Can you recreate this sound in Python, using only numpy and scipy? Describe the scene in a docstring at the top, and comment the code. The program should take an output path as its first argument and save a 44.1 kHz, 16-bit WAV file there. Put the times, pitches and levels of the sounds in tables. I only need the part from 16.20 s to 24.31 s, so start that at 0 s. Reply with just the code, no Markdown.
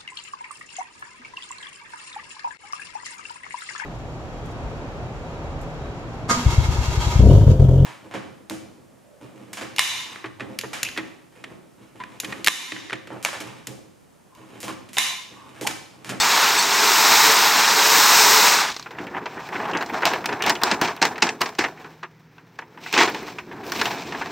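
"""Asphalt mix poured from kraft paper.

Loose mix hisses down a big paper sheet and patters into a metal pot on a lab bench, ringing it.
The emptied sheet flexes and buckles, is shaken and slapped to free the last crumbs, then lands on
the bench and is smoothed by hand. Ventilation hums in the small hard room. Close and nearly mono."""
import sys
import numpy as np
from scipy import signal
from scipy.fft import rfft, irfft
from scipy.io import wavfile
from scipy.ndimage import uniform_filter1d, map_coordinates

SR = 44100
rng = np.random.default_rng(int(sys.argv[2]) if len(sys.argv) > 2 else 0)


def to_wav(s):
    """Save 16-bit WAV."""
    ch = np.atleast_2d(s).T  # columns
    pcm = np.round(np.clip(ch, -1, 1) * 32767)  # PCM
    wavfile.write(sys.argv[1], SR, pcm.astype(np.int16))


N = 357651
TIME_S = np.arange(N) / SR

# Spectra. Each row: frequency in Hz, relative level in dB.
VENT_SPECTRUM = [(25, -33.5), (60, -3), (110, -2), (170, 10), (260, -7), (500, -24.5), (900, -7.5),
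                 (2000, -7), (3000, -19.5), (6000, -22), (10000, -47), (16000, -29.5)]
HEAP_SPECTRUM = [(40, -69), (110, -35.5), (160, -17), (330, -13), (480, -18.5), (580, -14), (900, 0),
                 (1300, -2.5), (2500, -5.5), (3150, -10), (3900, -6.5), (7000, -15), (10000, -28),
                 (16000, -31)]  # stones landing on the heap
GRIT_SPECTRUM = [(1500, -64.5), (3200, -18), (3850, -0.5), (4600, -2.5), (5300, 2), (6400, 0.5), (8000, -3),
                 (9200, -9.5), (10200, -22.5), (16000, -23.5)]  # grit on paper
SAND_SPECTRUM = [(8000, -52.5), (10500, -16), (12000, -6.5), (13500, -2), (15800, -5)]  # fine sand on paper
CLICK_SPECTRUM = [(1200, 7), (2500, -5), (4200, 11), (6500, 2), (9000, -20), (16000, -23)]  # stone on stone
FLAP_SPECTRUM = [(30, -55), (70, -9), (130, -3.5), (250, 4.5), (410, 5), (560, -2.5), (900, -57.5)]  # slow waves in the sheet
FLEX_SPECTRUM = [(250, -24.5), (560, -6), (660, 7), (760, 7), (950, 7.5), (1300, 1), (1700, 2), (2400, -14),
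                 (3200, -26.5), (6000, -63)]  # paper bending
RUB_SPECTRUM = [(1200, -19.5), (2300, 10.5), (3100, 3), (4000, 4), (4700, -0.5), (5400, 1), (7000, -7),
                (8300, -11), (10000, -46), (16000, -35)]  # paper rubbing
FIZZ_SPECTRUM = [(6000, -31), (9000, -3), (10300, -6), (12500, -0.5), (15000, 4.5), (16000, -5.5)]  # paper fibres
SNAP_SPECTRUM = [(40, -29), (130, -10), (220, -6), (340, 4), (470, 1.5), (570, -9), (680, -2.5), (900, 5),
                 (1300, -1.5), (1800, 1.5), (2500, -4), (3400, -15.5), (8000, -69)]  # body of a crease
CRACK_SPECTRUM = [(1200, -60), (2600, 10.5), (3300, 6), (4100, 12.5), (5400, 11.5), (7000, 5.5),
                  (8500, -0.5), (10000, -17.5), (16000, -8)]  # edge of a crease
THUMP_SPECTRUM = [(30, -25), (80, -12), (170, -3.5), (340, 1.5), (450, -7.5), (600, -15), (1200, -57)]  # palm on the sheet

# Tones. Each row: frequency in Hz, level in dB.
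HUM_LINES = [(118.4, -61), (157, -58.5), (263.8, -68)]
SQUEAK_PARTIALS = [(3585, 0), (4430, 0), (5787, -7), (6245, -6), (7838, -3)]

# Resonances. Each row: frequency in Hz, width in Hz, relative level in dB.
POT_MODES = [(426, 37, -6), (549, 24, -17.5), (945, 91, -5)]
CHIP_MODES = [(3840, 680, -5.5), (5280, 630, 2)]  # sliding chips
PALM_AIR_MODES = [(327, 41, 0)]  # air trapped between palm and paper

# Stone stream. Each row: time in seconds, flow in dB, relative hiss in steps of 1.55 dB, sand in dB.
POUR_CURVES = [(0, -19.5, -1.5, -33), (0.24, -16.5, -4.5, -29), (0.48, -21.5, -1.5, -34.5),
               (0.7, -17, -1.5, -26), (1.0, -16, -1, -22.5), (1.3, -16.5, -3.5, -27.5),
               (1.48, -19.0, -1.5, -31), (1.75, -16.0, -1, -22), (2.03, -15.5, 0.5, -21.5),
               (2.28, -15, -1.5, -23.5), (2.42, -20.5, -3, -37.5), (2.49, -26, -12, -56),
               (2.55, -43, -3.5, -66)]
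# Rim squeaks. Each row: start in seconds, length in seconds, level in dB.
RIM_SQUEAKS = [(-.015, .05, -19.5), (.372, .045, -19.5)]
# Stragglers. Each row: start in seconds, level in dB.
LAST_STONES = [(2.5, -26.5), (2.516, -29), (2.522, -31), (2.544, -35), (2.565, -27), (2.596, -31.5),
               (2.626, -35.5)]
# Slow sheet handling. Each row: time in seconds, flex in dB, rub in dB.
HANDLING_CURVES = [(2.5, -73, -42), (2.75, -40, -55), (3.27, -42.5, -45.5), (3.46, -38, -60),
                   (3.67, -56, -43.5), (3.95, -43, -44), (4.4, -103, -97), (4.92, -33.5, -48),
                   (5.17, -70, -55), (5.66, -45.5, -54), (5.9, -66.5, -68), (6.56, -53.5, -60.5),
                   (6.66, -46, -39.5), (7.0, -35, -36.5), (7.25, -49.5, -51), (7.44, -37.5, -70),
                   (7.56, -41, -35), (8.11, -35.5, -40.5)]
# Bends, shakes, landing. Each row: peak time in seconds, rise in seconds, flex in dB, rub in dB.
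SHEET_BENDS = [(2.8, 0.044, -32.5, -41), (2.974, 0.079, -30, -68), (3.175, 0.057, -31, -63),
               (3.365, 0.069, -27.5, -35.5), (3.42, 0.14, -26, -40), (3.505, 0.1, -24.5, -44),
               (3.555, 0.028, -24, -52), (3.62, 0.024, -31, -45), (3.746, 0.05, -23, -38),
               (3.862, 0.015, -25.5, -26), (3.912, 0.11, -21, -30), (3.942, .04, -39, -39),
               (4.135, 0.16, -26.5, -41), (4.277, 0.064, -20, -25.5), (4.455, 0.053, -22, -34),
               (4.513, 0.083, -20, -27.5), (6.742, 0.024, -24, -21), (6.804, 0.04, -15.5, -14),
               (7.6, 0.2, -30, -30), (7.67, 0.086, -28, -36), (7.728, 0.064, -28, -33.5),
               (7.93, 0.02, -35, -39)]
# Loud creases. Each row: start in seconds, level in dB, panel pitch in Hz, crack and fizz in relative dB.
LOUD_CREASES = [(2.658, -32.5, 1290, -19, -35), (2.706, -37, 900, -10, -37), (2.784, -31, 2090, -12, -32),
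                (2.945, -31, 850, -26, -39), (3.056, -25.5, 855, -10.5, -35),
                (3.287, -36.5, 1860, -10, -11), (3.323, -31.5, 950, -20, -31),
                (3.352, -25.5, 1900, -18, -42), (3.399, -28, 1200, -16, -34), (3.442, -36, 2500, -13, -34),
                (3.511, -34, 790, -5, -30.5), (3.532, -28, 2700, -13, -32), (3.549, -20.5, 1690, -20, -31),
                (3.564, -31, 950, -22, -25), (3.571, -39, 780, 5, -15), (3.607, -25, 1700, -9.5, -51),
                (3.624, -31, 720, -8, -12), (3.661, -50, 720, 9, -17), (3.696, -28, 950, -30, -17),
                (3.82, -24, 1500, -10.5, -28), (3.83, -19, 880, -27, -34), (3.853, -21, 2300, 0, -3),
                (4.041, -27.5, 1190, -13, -23), (4.057, -27, 2670, 1, -3.5), (4.088, -25, 1680, -10.5, -36),
                (4.125, -28.5, 990, -8, -36.5), (4.202, -25, 900, -22, -37), (4.221, -24.5, 2600, -2.5, -8),
                (4.237, -22.5, 2700, -11, -16), (4.262, -25, 2300, -1, -4), (4.28, -24.5, 2480, -17, -36),
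                (4.295, -22, 1900, 2, -4), (4.301, -26.5, 1050, 1, -14), (4.352, -26.5, 2700, -6.5, -20.5),
                (4.415, -32, 945, -8, -10), (4.434, -21, 1500, 3.5, -1.5), (4.511, -21, 2200, -0.5, -49.5),
                (4.681, -27, 1500, -11, -38), (4.764, -44, 820, -3, -1), (4.825, -21, 1910, 2, -17),
                (4.956, -36, 960, -9, -31), (4.979, -34, 970, -5.5, -14.5), (5.066, -22, 1700, -7, -38),
                (5.215, -23, 1980, 0, -3), (5.289, -40, 910, -2, -19), (5.35, -45, 1700, -1, -12),
                (5.407, -28, 1900, -10, -40), (5.444, -28.5, 1490, -12.5, -40),
                (5.643, -37, 1340, -12.5, -39), (5.828, -29, 1210, -12.5, -54.5),
                (6.18, -45, 1420, -12, -29), (6.387, -31, 1600, -9.5, -28), (6.418, -40, 880, -22, -40),
                (6.573, -40.5, 890, -16, -27), (6.661, -32.5, 1630, -20, -16), (6.726, -27.5, 2500, -2, -5),
                (6.737, -25, 2610, -2, -25), (6.762, -18, 2350, -22, -32), (6.776, -18, 1800, -1.5, -22),
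                (6.786, -17, 1910, -8, -34.5), (6.808, -14.5, 1900, -14, -46), (6.832, -22, 1070, -5, -28),
                (6.874, -20.5, 920, -11, -37), (6.897, -36, 800, -9, -2), (6.945, -27, 870, -9, -20),
                (7.028, -40, 860, -16, -8), (7.081, -34.5, 990, -9, -16.5), (7.184, -29.5, 2250, -10, -27),
                (7.311, -36, 970, -17, -46), (7.362, -45, 1560, -19, -35), (7.432, -39, 880, -20, -24),
                (7.519, -27, 1400, -1.5, -6), (7.595, -41, 1500, 0, -22), (7.613, -18, 1560, -4, -19.5),
                (7.654, -21, 2820, -6, -24), (7.7, -35, 940, -9, -38), (7.92, -29, 1570, -10, -38),
                (7.946, -29, 980, -20, -34), (8.011, -25, 1570, -11.5, -39), (8.058, -32, 1110, -8, -20)]
# Crease speed. Each row: fizz in relative dB, swell in ms.
SWELL_MS_BY_FIZZ = [(-50, 4.5), (-32, 2.5), (-18, 1.4)]
# Small buckles move too little paper to radiate bass. 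Each row: level in dB, low cut in Hz.
LOW_CUT_HZ_BY_LEVEL = [(-32, 430), (-24, 300), (-17, 110)]
# Hand or sleeve slides. Each row: start in seconds, length in seconds, level in dB.
HAND_SLIDES = [(3.25, 0.99, -65), (4.194, 0.15, -71), (7.43, 0.34, -48.5)]
# Slaps. Each row: start in seconds, level in dB, panel pitch in Hz, crack and fizz in relative dB,
# swell in ms, flutter and thump in dB, rebound delay in seconds, its level, crack, fizz in relative dB.
HAND_SLAPS = [(4.612, -19.5, 1200, -4, -7.5, 2.9, -16.5, -21.5, 0.062, -8, -5, -33),
              (4.814, -19, 1810, -2, -16, 4.5, -20, -26.5, 0.0375, -5.5, 1, -7),
              (5.02, -15, 2280, 0.5, -22, 4.5, -20.5, -26, 0.069, -11.5, -1.5, -29.5),
              (5.205, -22, 1030, -6, -15, 6, -25, -30, 0.051, -4, -5, -47),
              (5.384, -19.5, 2000, -2, -15, 6.5, -23.5, -21.5, 0.054, -4, -7.5, -37)]
# Room decay. Each row: frequency in Hz, T60 in seconds.
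ROOM_T60_S = [(150, 0.39), (500, 0.47), (1500, 0.099), (4000, 0.07), (14000, 0.31)]


def undb(db):
    return 10 ** (np.asarray(db) / 20)


def unit_rms(x):
    return x / np.sqrt(np.mean(x ** 2))


def curves(table):
    """Table columns interpolated over time."""
    times_s, *columns = np.transpose(table)
    return [np.interp(TIME_S, times_s, column) for column in columns]


def on_log_axis(points, hz):
    points_hz, values = np.transpose(points)
    return np.interp(np.log(np.maximum(hz, 1)), np.log(points_hz), values)


def colour(x, spectrum, modes=(), size=4096):
    """Minimum-phase filter of unit power: broad spectrum plus resonances."""
    hz = np.fft.rfftfreq(size, 1 / SR)
    power = undb(on_log_axis(spectrum, hz)) ** 2
    for mode_hz, width_hz, db in modes:
        power = power + undb(db) ** 2 / (1 + (2 * (hz - mode_hz) / width_hz) ** 2) ** 2
    cepstrum = irfft(np.log(power / power.mean()) / 2)
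    cepstrum[1:size // 2] *= 2
    cepstrum[size // 2 + 1:] = 0
    return signal.fftconvolve(x, irfft(np.exp(rfft(cepstrum))))[:N]


def wander(rate_hz):
    """Random drift, spread near 1."""
    knots = rng.standard_normal(N)
    return np.interp(TIME_S * rate_hz, np.arange(N), knots) * np.sqrt(3 / 2)


def grains(per_s, spread_db):
    """Random tiny impacts, mostly small; rms 1."""
    hit = rng.random(N) < per_s / SR
    size = undb(spread_db * np.minimum(rng.exponential(size=N), 3.5))
    return unit_rms(hit * size * rng.choice([-1, 1], N))


def arch(start_s, length_s):
    return np.abs(np.sin(np.pi * np.clip((TIME_S - start_s) / length_s, 0, 1)))


def add(track, start_s, sound):
    start = int(start_s * SR)
    track[start:start + len(sound)] += sound[:N - start]


def ventilation():
    """Soft air noise with wavering fan and mains hum."""
    air = colour(rng.standard_normal(N), VENT_SPECTRUM) * undb(-56.5 + .8 * wander(1.7))
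    hum = sum(undb(db + 2 * wander(3.5)) * np.sin(2 * np.pi * hz * TIME_S + .5 * wander(3.2))
              for hz, db in HUM_LINES)
    return air + np.sqrt(2) * hum


def pour(stop_s=0.12):
    """Sticky stones tumble into the pot in clumps; grit and sand hiss down the paper."""
    flow_db, hiss_steps, sand_db = curves(POUR_CURVES)
    running = np.clip(1 - (TIME_S - POUR_CURVES[-1][0]) / stop_s, 0, 1)
    clumps_db = 0.5 * wander(44.5) + 0.36 * wander(11.47)
    patter = colour(grains(8000, 1.5), HEAP_SPECTRUM)
    heap = (patter + pot_ring()) * undb(flow_db + clumps_db + 0.73)
    grit_db = flow_db + 1.55 * hiss_steps + .5 * clumps_db - 2.0
    grit = colour(grains(20000, 1.5), GRIT_SPECTRUM, CHIP_MODES) * undb(grit_db)
    sand = colour(grains(20000, 1.5), SAND_SPECTRUM) * undb(sand_db + .6 * wander(60))
    return (heap + grit + sand) * running


def pot_ring(level_db=-13.5, detune=.022, wander_db=2.8, wander_hz=7):
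    """Patter rings the pot; the piling mix damps and detunes each mode."""
    ring = 0
    for hz, width_hz, db in POT_MODES:
        resonator = signal.iirpeak(hz, hz / width_hz, fs=SR)
        band = signal.butter(2, [hz / 2, hz * 2], "band", fs=SR, output="sos")
        steady = signal.sosfilt(band, unit_rms(signal.lfilter(*resonator, grains(6000, 1.0))))
        read_at = np.cumsum(1 + detune * wander(wander_hz))
        drifting = map_coordinates(steady, [read_at], order=1, mode="mirror")
        ring = ring + drifting * undb(db + wander_db * wander(wander_hz))
    return undb(level_db) * unit_rms(ring)


def pebbles(per_s=45, level_db=-20.5, scatter_db=2.4, centre_hz=3000, spread_oct=.85, decay_s=0.004):
    """Coarser stones knock together, each at its own pitch."""
    t, track = TIME_S[:SR // 50], np.zeros(N)
    end_s = POUR_CURVES[-3][0]
    times_s = np.cumsum(rng.exponential(size=140)) / per_s
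    for start_s, (loud, pitch) in zip(times_s, rng.standard_normal((len(times_s), 2)).clip(-1.7, 1.7)):
        hz = centre_hz * 2 ** (spread_oct * pitch)
        knock = rng.standard_normal(len(t)) * np.exp(-t / decay_s)
        if start_s < end_s:
            pitched = colour(knock, HEAP_SPECTRUM, modes=[(hz, 0.28 * hz, 18)])
            add(track, start_s, undb(level_db + scatter_db * loud) * pitched)
    return track


def squeaks(waver=0.0023):
    """Stick-slip of a stone on the rim: rough, wavering partials."""
    gate = sum(undb(db) * arch(start_s, length_s) for start_s, length_s, db in RIM_SQUEAKS)
    tones = 0
    for hz, db in SQUEAK_PARTIALS:
        gain = undb(db + 2.2 * wander(180))
        cycles = np.cumsum(hz * (1 + waver * wander(380))) / SR
        tones = tones + gain * np.sin(2 * np.pi * cycles)
    return gate * unit_rms(tones)


def last_stones(decay_s=0.0043, heap_db=-5):
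    """Stragglers click on the heap and lightly ring the pot."""
    t, hits = TIME_S[:SR // 40], np.zeros(N)
    for start_s, db in LAST_STONES:
        add(hits, start_s, undb(db) * rng.standard_normal(len(t)) * np.exp(-t / decay_s))
    return colour(hits, CLICK_SPECTRUM) + undb(heap_db) * colour(hits, HEAP_SPECTRUM, POT_MODES)


def bend_power(peak_s, rise_s, db, fall_db_per_s):
    """One movement: up 20 dB over the rise time, then a steady fall."""
    drop_db = np.maximum(20 * (peak_s - TIME_S) / rise_s, fall_db_per_s * (TIME_S - peak_s))
    return undb(db - drop_db.clip(0, 120)) ** 2


def sheet_motion(flutter_lag_s=0.0085, flutter_rub_db=-5):
    """Flex and rub in dB from handling, bends and the flutter after each slap."""
    flex_power, rub_power = undb(curves(HANDLING_CURVES)) ** 2
    flutters = [(start_s + flutter_lag_s, flutter_lag_s / 2, db, db + flutter_rub_db)
                for start_s, _, _, _, _, _, db, *_ in HAND_SLAPS]
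    for peak_s, rise_s, flex_db, rub_db in SHEET_BENDS + flutters:
        flex_power += bend_power(peak_s, rise_s, flex_db, fall_db_per_s=158)
        rub_power += bend_power(peak_s, rise_s, rub_db, fall_db_per_s=197)
    return 10 * np.log10(flex_power), 10 * np.log10(rub_power)


def sheet(flex_db, rub_db, fade_in_s=0.082):
    """Paper flaps and crinkles as it bends, hisses against hands and bench."""
    moving = np.clip((TIME_S - HANDLING_CURVES[0][0]) / fade_in_s, 0, 1)
    flutter_db = 2.0 * wander(70)
    crinkle = 0.47 * grains(900, 6.6) + 0.89 * rng.standard_normal(N)
    fibres = 0.23 * grains(2200, 43.0) + 0.57 * rng.standard_normal(N)
    flap = colour(rng.standard_normal(N), FLAP_SPECTRUM) * undb(0.67 * flex_db - 17.5 + 2 * wander(30))
    flex = colour(crinkle, FLEX_SPECTRUM) * undb(flex_db + flutter_db - 3.0)
    rub = colour(fibres, RUB_SPECTRUM) * undb(rub_db + 1.2 * flutter_db + 0.89 * wander(81) + 1.0)
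    fizz = colour(fibres, FIZZ_SPECTRUM) * undb(0.68 * rub_db + flutter_db - 29.5)
    return (flap + flex + rub + fizz) * moving


def crease(start_s, db, panel_hz, crack_db, fizz_db):
    """One buckle row: brighter fizz, faster swell."""
    swell_ms = np.interp(fizz_db, *np.transpose(SWELL_MS_BY_FIZZ))
    return start_s, db, panel_hz, crack_db, fizz_db, swell_ms


def creases(flex_db, per_s=26, scatter_db=6.5, centre_hz=1110, count=240):
    """Buckle rows: the loud creases, plus small random ones that grow with flexing."""
    rows = [crease(*row) for row in LOUD_CREASES]
    times_s = HANDLING_CURVES[0][0] + np.cumsum(rng.exponential(size=count)) / per_s
    for start_s, (soft, octaves, bright) in zip(times_s, rng.standard_normal((count, 3)).clip(-2, 2)):
        if start_s < TIME_S[-1]:
            typical_db = min(flex_db[int(start_s * SR)] - 10, -26)
            rows.append(crease(start_s, typical_db - scatter_db * soft, centre_hz * 2 ** octaves,
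                               crack_db=-16 + 4 * bright, fizz_db=-27 + 8 * bright))
    return rows


def click_burst(clicks, start_s, swell_ms, decay_s, pop, span_s=0.007):
    """Fibre clicks swell, pop and decay; energy equals span_s at rms 1."""
    t = TIME_S[:SR // 25]
    peak_s = swell_ms / 1000
    envelope = np.minimum(t / peak_s, 1) * np.exp(-np.maximum(t - peak_s, 0) / decay_s)
    burst = envelope * np.take(clicks, int(start_s * SR) + np.arange(len(t)), mode="wrap")
    burst[int(peak_s * SR)] = pop * np.linalg.norm(burst)
    return burst * np.sqrt(span_s * SR) / np.linalg.norm(burst)


def buckles(rows, base_decays_s=(0.0132, 0.0066, 0.0027)):
    """Each buckle is an avalanche of fibre clicks ringing its own panel of paper."""
    clicks = .7 * grains(9000, 3.8) + .7 * rng.standard_normal(N)
    snaps, cracks, fizzes = np.zeros((3, N))
    for start_s, db, panel_hz, crack_db, fizz_db, swell_ms in rows:
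        stretch = (swell_ms / 3) ** .4  # quick buckles die quickly
        pop = max(undb(2 + 2.1 * fizz_db), undb(crack_db - 7))  # bright ones snap in one jump
        snap, crack, fizz = (click_burst(clicks, start_s, swell_ms, base_s * stretch, pop)
                             for base_s in base_decays_s)
        edge_hz = min(8500 * undb(.5 * crack_db), SR / 3)  # weak cracks are duller
        low_cut_hz = np.interp(db, *np.transpose(LOW_CUT_HZ_BY_LEVEL))
        snap = signal.lfilter(*signal.butter(2, low_cut_hz, "high", fs=SR), snap)
        snap = colour(snap, SNAP_SPECTRUM, modes=[(panel_hz, .45 * panel_hz, 4)])
        crack = signal.lfilter(*signal.butter(2, edge_hz, fs=SR), crack)
        add(snaps, start_s, undb(db) * snap)
        add(cracks, start_s, undb(db + crack_db) * crack)
        add(fizzes, start_s, undb(db + fizz_db) * fizz)
    return (undb(3.0) * snaps + undb(2.0) * colour(cracks, CRACK_SPECTRUM)
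            + undb(-4.5) * colour(fizzes, FIZZ_SPECTRUM))


def slides(crinkle_db=2):
    """Skin or cloth hisses over the paper, catching on tiny crinkles."""
    gate = sum(undb(db) * np.sqrt(arch(start_s, length_s)) for start_s, length_s, db in HAND_SLIDES)
    hiss = undb(2 * wander(40)) * colour(grains(6000, 3), FIZZ_SPECTRUM)
    crinkle = undb(crinkle_db) * colour(grains(300, 4.3), CRACK_SPECTRUM)
    return gate * (hiss + crinkle)


def slaps():
    """Buckle rows: each slap, then a second snap as the sheet swings back."""
    rows = []
    for start_s, db, panel_hz, crack_db, fizz_db, swell_ms, _, _, *rebound in HAND_SLAPS:
        delay_s, rebound_db, *brightness_db = rebound
        rows.append((start_s, db, panel_hz, crack_db, fizz_db, swell_ms))
        rows.append(crease(start_s + delay_s, db + rebound_db, panel_hz, *brightness_db))
    return rows


def palm_thumps(lag_s=0.00707, decay_s=0.014, shudder_db=-4, span_s=0.0085):
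    """The flat hand shoves the whole sheet: low thump, brief shudder."""
    t, shoves = TIME_S[:SR // 8], np.zeros(N)
    for start_s, *_, thump_db, _, _, _, _ in HAND_SLAPS:
        shudder = rng.standard_normal(len(t)) * np.exp(-t / decay_s)
        shove = (t == 0) + undb(shudder_db) * shudder / np.linalg.norm(shudder)
        add(shoves, start_s + lag_s, undb(thump_db) * np.sqrt(span_s * SR) * shove)
    return colour(shoves, THUMP_SPECTRUM, PALM_AIR_MODES)


def smoothing(start_s=7.1, rise_s=0.22, level_db=-43):
    """A hand presses the sheet flat: low rub on the bench."""
    pressing = np.clip((TIME_S - start_s) / rise_s, 0, 1)
    return pressing * undb(level_db + 1.5 * wander(12)) * colour(rng.standard_normal(N), THUMP_SPECTRUM)


def room(x, wet_db, gap_s=0.009):
    """Direct sound plus diffuse echoes; the low treble dies first."""
    t = TIME_S[:SR * 3 // 4]
    hz, frame_s, cells = signal.stft(rng.standard_normal(len(t)), SR, nperseg=256)
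    fade = np.exp(-np.log(1000) * frame_s / on_log_axis(ROOM_T60_S, hz)[:, None])
    tail = signal.istft(cells * fade, SR)[1][:len(t)] * (t > gap_s)
    return x + undb(wet_db) * signal.fftconvolve(x, tail / np.linalg.norm(tail))[:N]


def scene(spread_db=-5, spread_above_hz=4600):
    """Pot close and centred; the sheet's treble echoes spread sideways."""
    pot = room(pour() + pebbles() + squeaks() + last_stones(), wet_db=-16.5)
    flex_db, rub_db = sheet_motion()
    paper = undb(0.5) * sheet(flex_db, rub_db) + buckles(slaps() + creases(flex_db))
    paper += palm_thumps() + smoothing() + slides()
    centre = pot + room(paper, wet_db=-15.5) + ventilation()
    echoes = room(paper, wet_db=spread_db) - paper
    side = signal.sosfilt(signal.butter(6, spread_above_hz, "high", fs=SR, output="sos"), echoes)
    return np.array([centre + side, centre - side])


def thin_bass(x, below_hz=115, threshold_db=-19, knee_db=4, window_s=0.3):
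    """A low cut fades in while the left channel stays loud."""
    power = np.abs(uniform_filter1d(x[0] ** 2, int(window_s * SR)))
    level_db = 10 * np.log10(power + 1e-12)
    share = np.clip((level_db - threshold_db) / knee_db, 0, 1)
    thinned = signal.sosfiltfilt(signal.butter(3, below_hz, "high", fs=SR, output="sos"), x)
    return x + share * (thinned - x)


def record(dry, top_hz=15950):
    """Soft clip, bass thinned while the sound stays loud, steep low-pass."""
    rounded = dry / (1 + dry ** 6) ** (1 / 6)
    low_pass = signal.ellip(10, .2, 70, top_hz, fs=SR, output="sos")
    return signal.sosfilt(low_pass, thin_bass(rounded))


dry = scene()
out = record(dry)
to_wav(out)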